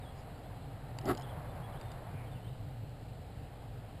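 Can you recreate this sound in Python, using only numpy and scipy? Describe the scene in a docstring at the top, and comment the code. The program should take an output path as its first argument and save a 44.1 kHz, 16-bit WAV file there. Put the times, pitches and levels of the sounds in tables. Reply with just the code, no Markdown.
"""A boomerang is thrown across an open meadow, heard from a small camera worn by the thrower.
From the start low wind rumbles, a faint hum throbs and a songbird sings at the forest edge.
A second in, the plastic mount clicks, arm and blades whoosh past the microphone and a small metal
part, perhaps a zip pull, jingles. Air and clothing rustle as the thrower turns to follow the flight.
A few more clicks and bird notes follow, then rustle and hum sink back into the wind."""
import sys
import numpy as np
from scipy import signal
from scipy.fft import rfft, irfft
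from scipy.io import wavfile
from scipy.ndimage import uniform_filter1d

SR = 44100
rng = np.random.default_rng(int(sys.argv[2]) if len(sys.argv) > 2 else 0)


def put_to_file(sound):
    """Save the sound as 16-bit audio at rate SR, in the file named by the first command-line argument."""
    columns = np.atleast_2d(sound).T  # one column per channel
    safe = np.clip(columns, -1, 1)
    whole_steps = np.round(safe * 32767)
    wavfile.write(sys.argv[1], SR, whole_steps.astype(np.int16))


N = 176400
T = np.arange(N) / SR
HZ = np.fft.rfftfreq(N, 1 / SR)


def amp(db):
    """Decibels to gain."""
    return 10 ** (np.asarray(db) / 20)


def unit(x):
    """Scales to rms 1."""
    return x / np.sqrt(np.mean(x ** 2) + 1e-20)


def colour(points):
    """EQ curve through (Hz, dB) points on a log-frequency axis."""
    hz, db = np.transpose(points)
    return amp(np.interp(np.log(HZ + 1), np.log(hz + 1), db))


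def level(points):
    """Fader curve through (seconds, dB) points."""
    return amp(np.interp(T, *np.transpose(points)))


def bell(peak_s, width_s):
    """Gaussian swell that peaks at 1."""
    return np.exp(-.5 * ((T - peak_s) / width_s) ** 2)


def hump(hz, width):
    """Gain of a steep-sided resonance."""
    return 1 / (1 + ((HZ - hz) / (.5 * width)) ** 4) ** .5


def band_power(bands):
    """Summed power spectrum of several resonances."""
    return sum((amp(db) * hump(hz, width)) ** 2 for hz, width, db in bands)


def noise(gain):
    """Noise of rms 1 with the given spectrum."""
    return unit(irfft(rfft(rng.standard_normal(N)) * gain, N))


def wander(hz):
    """Random drift of rms 1, up to about the given rate."""
    return noise(1 / (1 + (HZ / hz) ** 4))


def tone(hz):
    """Sine that follows a pitch curve."""
    return np.sin(2 * np.pi * np.cumsum(hz) / SR)


def patchy(points, patch_db):
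    """Coloured noise of rms 1 whose spectrum drifts in small patches of time and frequency."""
    spectra = signal.stft(rng.standard_normal(N), SR, nperseg=1024, noverlap=768)[2]
    patches = uniform_filter1d(rng.standard_normal(spectra.shape), size=10, axis=0)
    patches = unit(uniform_filter1d(patches, size=14, axis=1))
    mottled = signal.istft(spectra * amp(patch_db * patches), nperseg=1024, noverlap=768)[1][:N]
    return unit(irfft(rfft(mottled) * colour(points), N))


def add(mix, start_s, sound):
    """Mixes a sound in at a time."""
    part = mix[max(round(start_s * SR), 0):][:len(sound)]
    part += sound[:len(part)]


def whoosh(peak_s=1.084, hold_s=.029, rise_db_per_s=511, fall_db_per_s=696):
    """Eddies shed by arm and blades swell, pass the microphone and leave a soft wake."""
    # Body of the whoosh. Each row: centre in Hz, width in Hz, relative level in dB.
    resonances = [(107, 75, -4), (251, 83, 4.5), (359, 104, 3.5), (680, 306, -4), (1310, 540, -26),
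                  (1960, 310, -20)]
    # Hiss beneath the body. Each row: frequency in Hz, relative level in dB.
    hiss_eq = [(40, -8.5), (500, -33), (1100, -16.5), (2400, -29), (2900, -26), (3700, -29.5),
               (4800, -29.5), (5400, -38), (5900, -51)]
    spectrum = np.sqrt(colour(hiss_eq) ** 2 + band_power(resonances))
    swell = amp(-rise_db_per_s * np.maximum(peak_s - T, 0))
    swell *= amp(-fall_db_per_s * np.maximum(T - peak_s - hold_s, 0))
    rush = swell * noise(spectrum) * amp(2 * wander(hz=119))  # eddies roughen the level
    rush *= np.linalg.norm(swell) / np.linalg.norm(rush)
    wake = bell(peak_s + hold_s, width_s=.04) * noise(spectrum)
    wake *= np.maximum(swell, T > peak_s) ** .5  # fades in with the rush
    return amp(-30) * rush + amp(-42.5) * wake


def blade_swish():
    """The blades cut the air brightly at the fastest moment of the throw."""
    # Bright edge of the blades. 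Each row: centre in Hz, width in Hz, relative level in dB.
    resonances = [(1283, 320, 3.5), (1570, 190, -11), (1920, 270, -11.5)]
    swell = bell(peak_s=1.103, width_s=.015)
    rush = swell * noise(np.sqrt(band_power(resonances)))
    return amp(-36.5) * rush * np.linalg.norm(swell) / np.linalg.norm(rush)


def taps(hits, modes, crack_db, attack_s=.00038, crack_decay_s=.001):
    """Each contact gives a brief crack and rings the modes of a small part."""
    out, t = np.zeros(N), np.arange(2048) / SR
    crack = noise(hump(hz=2400, width=2400))
    for start_s, db in hits:
        ring = sum(amp(mode_db - 60 * t / t60) * np.sin(2 * np.pi * (hz * t + rng.random()))
                   for hz, mode_db, t60 in modes)
        snap = amp(crack_db) * np.exp(-t / crack_decay_s) * crack[round(start_s * SR):][:len(t)]
        add(out, start_s, amp(db) * np.minimum(t / attack_s, 1) * (ring + snap))
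    return out


def mount_clicks():
    """The plastic camera mount clicks with a hard snap and a short ring."""
    # Clicks of the mount. Each row: start in seconds, gain in dB.
    hits = [(.9870, -33), (1.1500, -40.5), (1.8122, -38.5), (1.9175, -42.5), (2.894, -53)]
    # Ring of the plastic. Each row: pitch in Hz, relative level in dB, seconds to fall 60 dB.
    modes = [(900, -9.5, 0.028), (2220, -15, 0.013), (2600, -17, .02), (2880, -9.5, 0.015),
             (3880, -17.5, 0.016), (4660, -7.5, .015), (4780, -14, .01)]
    return taps(hits, modes, crack_db=-8)


def zip_pull():
    """A small metal tab jingles in thin, high ticks around the throw."""
    # Ticks of the tab. Each row: start in seconds, gain in dB.
    hits = [(.9842, -59), (1.0127, -49), (1.0560, -42), (1.1732, -44.5), (1.1772, -41), (1.1970, -50),
            (1.2110, -47), (1.2210, -47)]
    # Ring of the metal. 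Each row: pitch in Hz, relative level in dB, seconds to fall 60 dB.
    modes = [(3080, -2.5, 0.011), (4140, -7, 0.011), (5050, -7, 0.018), (5220, -9, 0.019),
             (5570, -27.5, 0.0098)]
    return taps(hits, modes, crack_db=-17)


def rustle():
    """Air and clothing rub as the thrower turns, with a few short brushes of cloth."""
    # Swell of the turn. Each row: time in seconds, level in dB.
    turn_fader = [(0, -56), (.8, -55.5), (1.2, -50), (1.55, -50), (1.85, -50.5), (2.2, -53.5), (2.5, -60.5),
                  (3.05, -69.5), (3.5, -61), (4, -61)]
    # Tone of the rustle. Each row: frequency in Hz, relative level in dB.
    turn_eq = [(100, 7), (300, -1), (750, 7.5), (1050, 0), (1350, -3), (2000, -8), (2700, -18.5),
               (4700, -27.5), (5900, -58)]
    # Cloth brushes. Each row: peak and half length in seconds, centre and width in Hz, level in dB.
    brushes = [(0.187, 0.023, 4860, 1000, -72), (1.193, 0.0071, 720, 300, -47),
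               (2.205, 0.053, 2330, 450, -63)]
    out = level(turn_fader) * patchy(turn_eq, patch_db=-.5) * amp(.92 * wander(hz=30))
    for peak_s, half_s, hz, width, db in brushes:
        out += amp(db) * bell(peak_s, half_s) * noise(hump(hz, width))
    return out


def wind():
    """Steady air moves over the meadow and buffets the camera housing with a low rumble."""
    # Bed of outdoor air. Each row: frequency in Hz, relative level in dB.
    air_eq = [(20, -13), (48, -12.5), (76, -4), (110, -1.5), (150, -5), (200, -15.5), (290, -13),
              (350, -22), (460, -16), (570, -18.5), (780, -16), (1020, -30), (1400, -30), (2300, -34.5),
              (2900, -33), (3600, -38), (4150, -37), (5100, -44), (5900, -57)]
    # Gusts on the housing. Each row: time in seconds, level in dB.
    buffet_fader = [(0, -57.5), (.8, -55), (1.5, -50), (2.3, -51.5), (2.95, -52.5), (3.3, -56.5),
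                    (4, -55.5)]
    # Tone of the gusts. Each row: frequency in Hz, relative level in dB.
    buffet_eq = [(30, -36), (70, -4.5), (110, 4), (150, -2), (200, -11), (500, -50)]
    air = amp(-48.5) * patchy(air_eq, patch_db=.8)
    return air + level(buffet_fader) * noise(colour(buffet_eq))


def hum(hum_hz=119.5, drone_hz=49.4, sags_per_s=5.4, sag_depth=.33, waver_hz=24):
    """A low hum sags in pitch several times a second, over a deeper wavering drone."""
    # Rise and fall of the hum. Each row: time in seconds, level in dB.
    hum_fader = [(0, -59), (.8, -49.5), (1.5, -48.5), (2.0, -50.5), (2.3, -46), (2.85, -48.5), (3.2, -55),
                 (4, -62.5)]
    sag = (T - 2.115) * sags_per_s % 1  # sawtooth: the pitch slides down and jumps back
    pitch = hum_hz * (1 + sag_depth * (.5 - sag))
    throb = tone(pitch * (1 + .0405 * wander(waver_hz)))
    throb *= amp(.6 * wander(waver_hz))
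    drone = tone(drone_hz * (1 + .1393 * wander(waver_hz)))
    return level(hum_fader) * unit(throb) + amp(-55) * unit(drone)


def songbird(fade_s=.012, flutter_hz=120, forest_t60_s=.61):
    """Gliding whistles from far off, with a thin echo from the trees."""
    # The song. Each row: start and length in seconds, first, middle and last pitch in Hz, level in dB.
    notes = [(0.014, 0.098, 3950, 3310, 3300, -66), (.335, .07, 4450, 4600, 4500, -74),
             (.43, .055, 3200, 3450, 3700, -72), (.53, .07, 3150, 3310, 2700, -70),
             (.605, .055, 3350, 3650, 3680, -73), (1.218, .048, 2950, 3520, 2850, -61),
             (1.272, .055, 2800, 3450, 2850, -60), (1.482, .045, 3550, 3550, 3520, -69),
             (1.62, .052, 3150, 3350, 3330, -64), (1.718, .036, 3950, 3000, 2900, -64),
             (1.75, 0.038, 2960, 3300, 4000, -62), (1.791, 0.15, 3670, 3600, 3590, -69),
             (2.26, 0.032, 3160, 3220, 3100, -64), (2.308, 0.039, 3690, 3600, 3300, -64),
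             (2.344, 0.044, 3150, 2820, 2610, -62), (2.42, 0.055, 2980, 3070, 3140, -62.5),
             (2.468, 0.031, 3150, 3650, 4050, -63)]
    song = np.zeros(N)
    waver = 1 + .006 * wander(flutter_hz)
    for start_s, length_s, first, middle, last, db in notes:
        t = np.arange(0, length_s, 1 / SR)
        pitch = np.interp(t / length_s, [0, .5, 1], [first, middle, last])
        pitch *= waver[round(start_s * SR):][:len(t)]
        envelope = np.clip(np.minimum(t, length_s - t) / fade_s, 0, 1)
        add(song, start_s, amp(db) * envelope * tone(pitch))
    song *= amp(-2 * wander(flutter_hz))
    tail = rng.standard_normal(SR) * amp(-60 * T[:SR] / forest_t60_s)
    echo = signal.fftconvolve(song, tail / np.linalg.norm(tail))[:N]
    return song + amp(-5) * echo


def distant_birds(count=4, centre_hz=4017):
    """Farther birds twitter at random in overlapping scraps of whistle."""
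    out = np.zeros(N)
    for _ in range(count):
        pitch = centre_hz * (1 + .03 * wander(hz=29.88))
        gate = np.clip(wander(hz=7.2), 0, 1)
        out += gate * tone(pitch)
    return amp(-81) * unit(out)


def scene():
    """Every source sits in the centre; only a trace of hiss differs between the sides."""
    # Tone of the stereo hiss. Each row: frequency in Hz, relative level in dB.
    side_eq = [(30, -8), (250, 17.5), (700, -1.5), (1300, -12.5), (2200, 3), (4200, 13.5), (5900, 7)]
    throw = whoosh() + blade_swish() + mount_clicks() + zip_pull()
    mid = throw + rustle() + wind() + hum() + songbird() + distant_birds()
    side = amp(-83.5) * noise(colour(side_eq))
    return np.array([mid + side, mid - side])


def record(dry, sample_hz=12000, cutoff_hz=15350):
    """The camera's slow sampling keeps the lower band and mirrors it upward; a low-pass trims the top."""
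    # Strength of the mirrored treble. Each row: frequency in Hz, gain in dB.
    mirror_eq = [(6000, 0), (7000, -3), (8000, -6), (9000, -10), (10000, -14), (11200, -23), (11650, -31),
                 (12000, -45), (12350, -31), (12800, -25), (14000, -18), (15200, -15)]
    low = irfft(rfft(dry) * (HZ < sample_hz / 2), N)
    mirrored = low * (1 + 2 * np.cos(2 * np.pi * sample_hz * T))
    shaped = irfft(rfft(mirrored) * colour(mirror_eq), N)
    lowpass = signal.firwin(511, cutoff_hz, window=("kaiser", 9), fs=SR)
    return signal.oaconvolve(shaped, lowpass[None], "same")


dry = scene()
out = record(dry)
put_to_file(out)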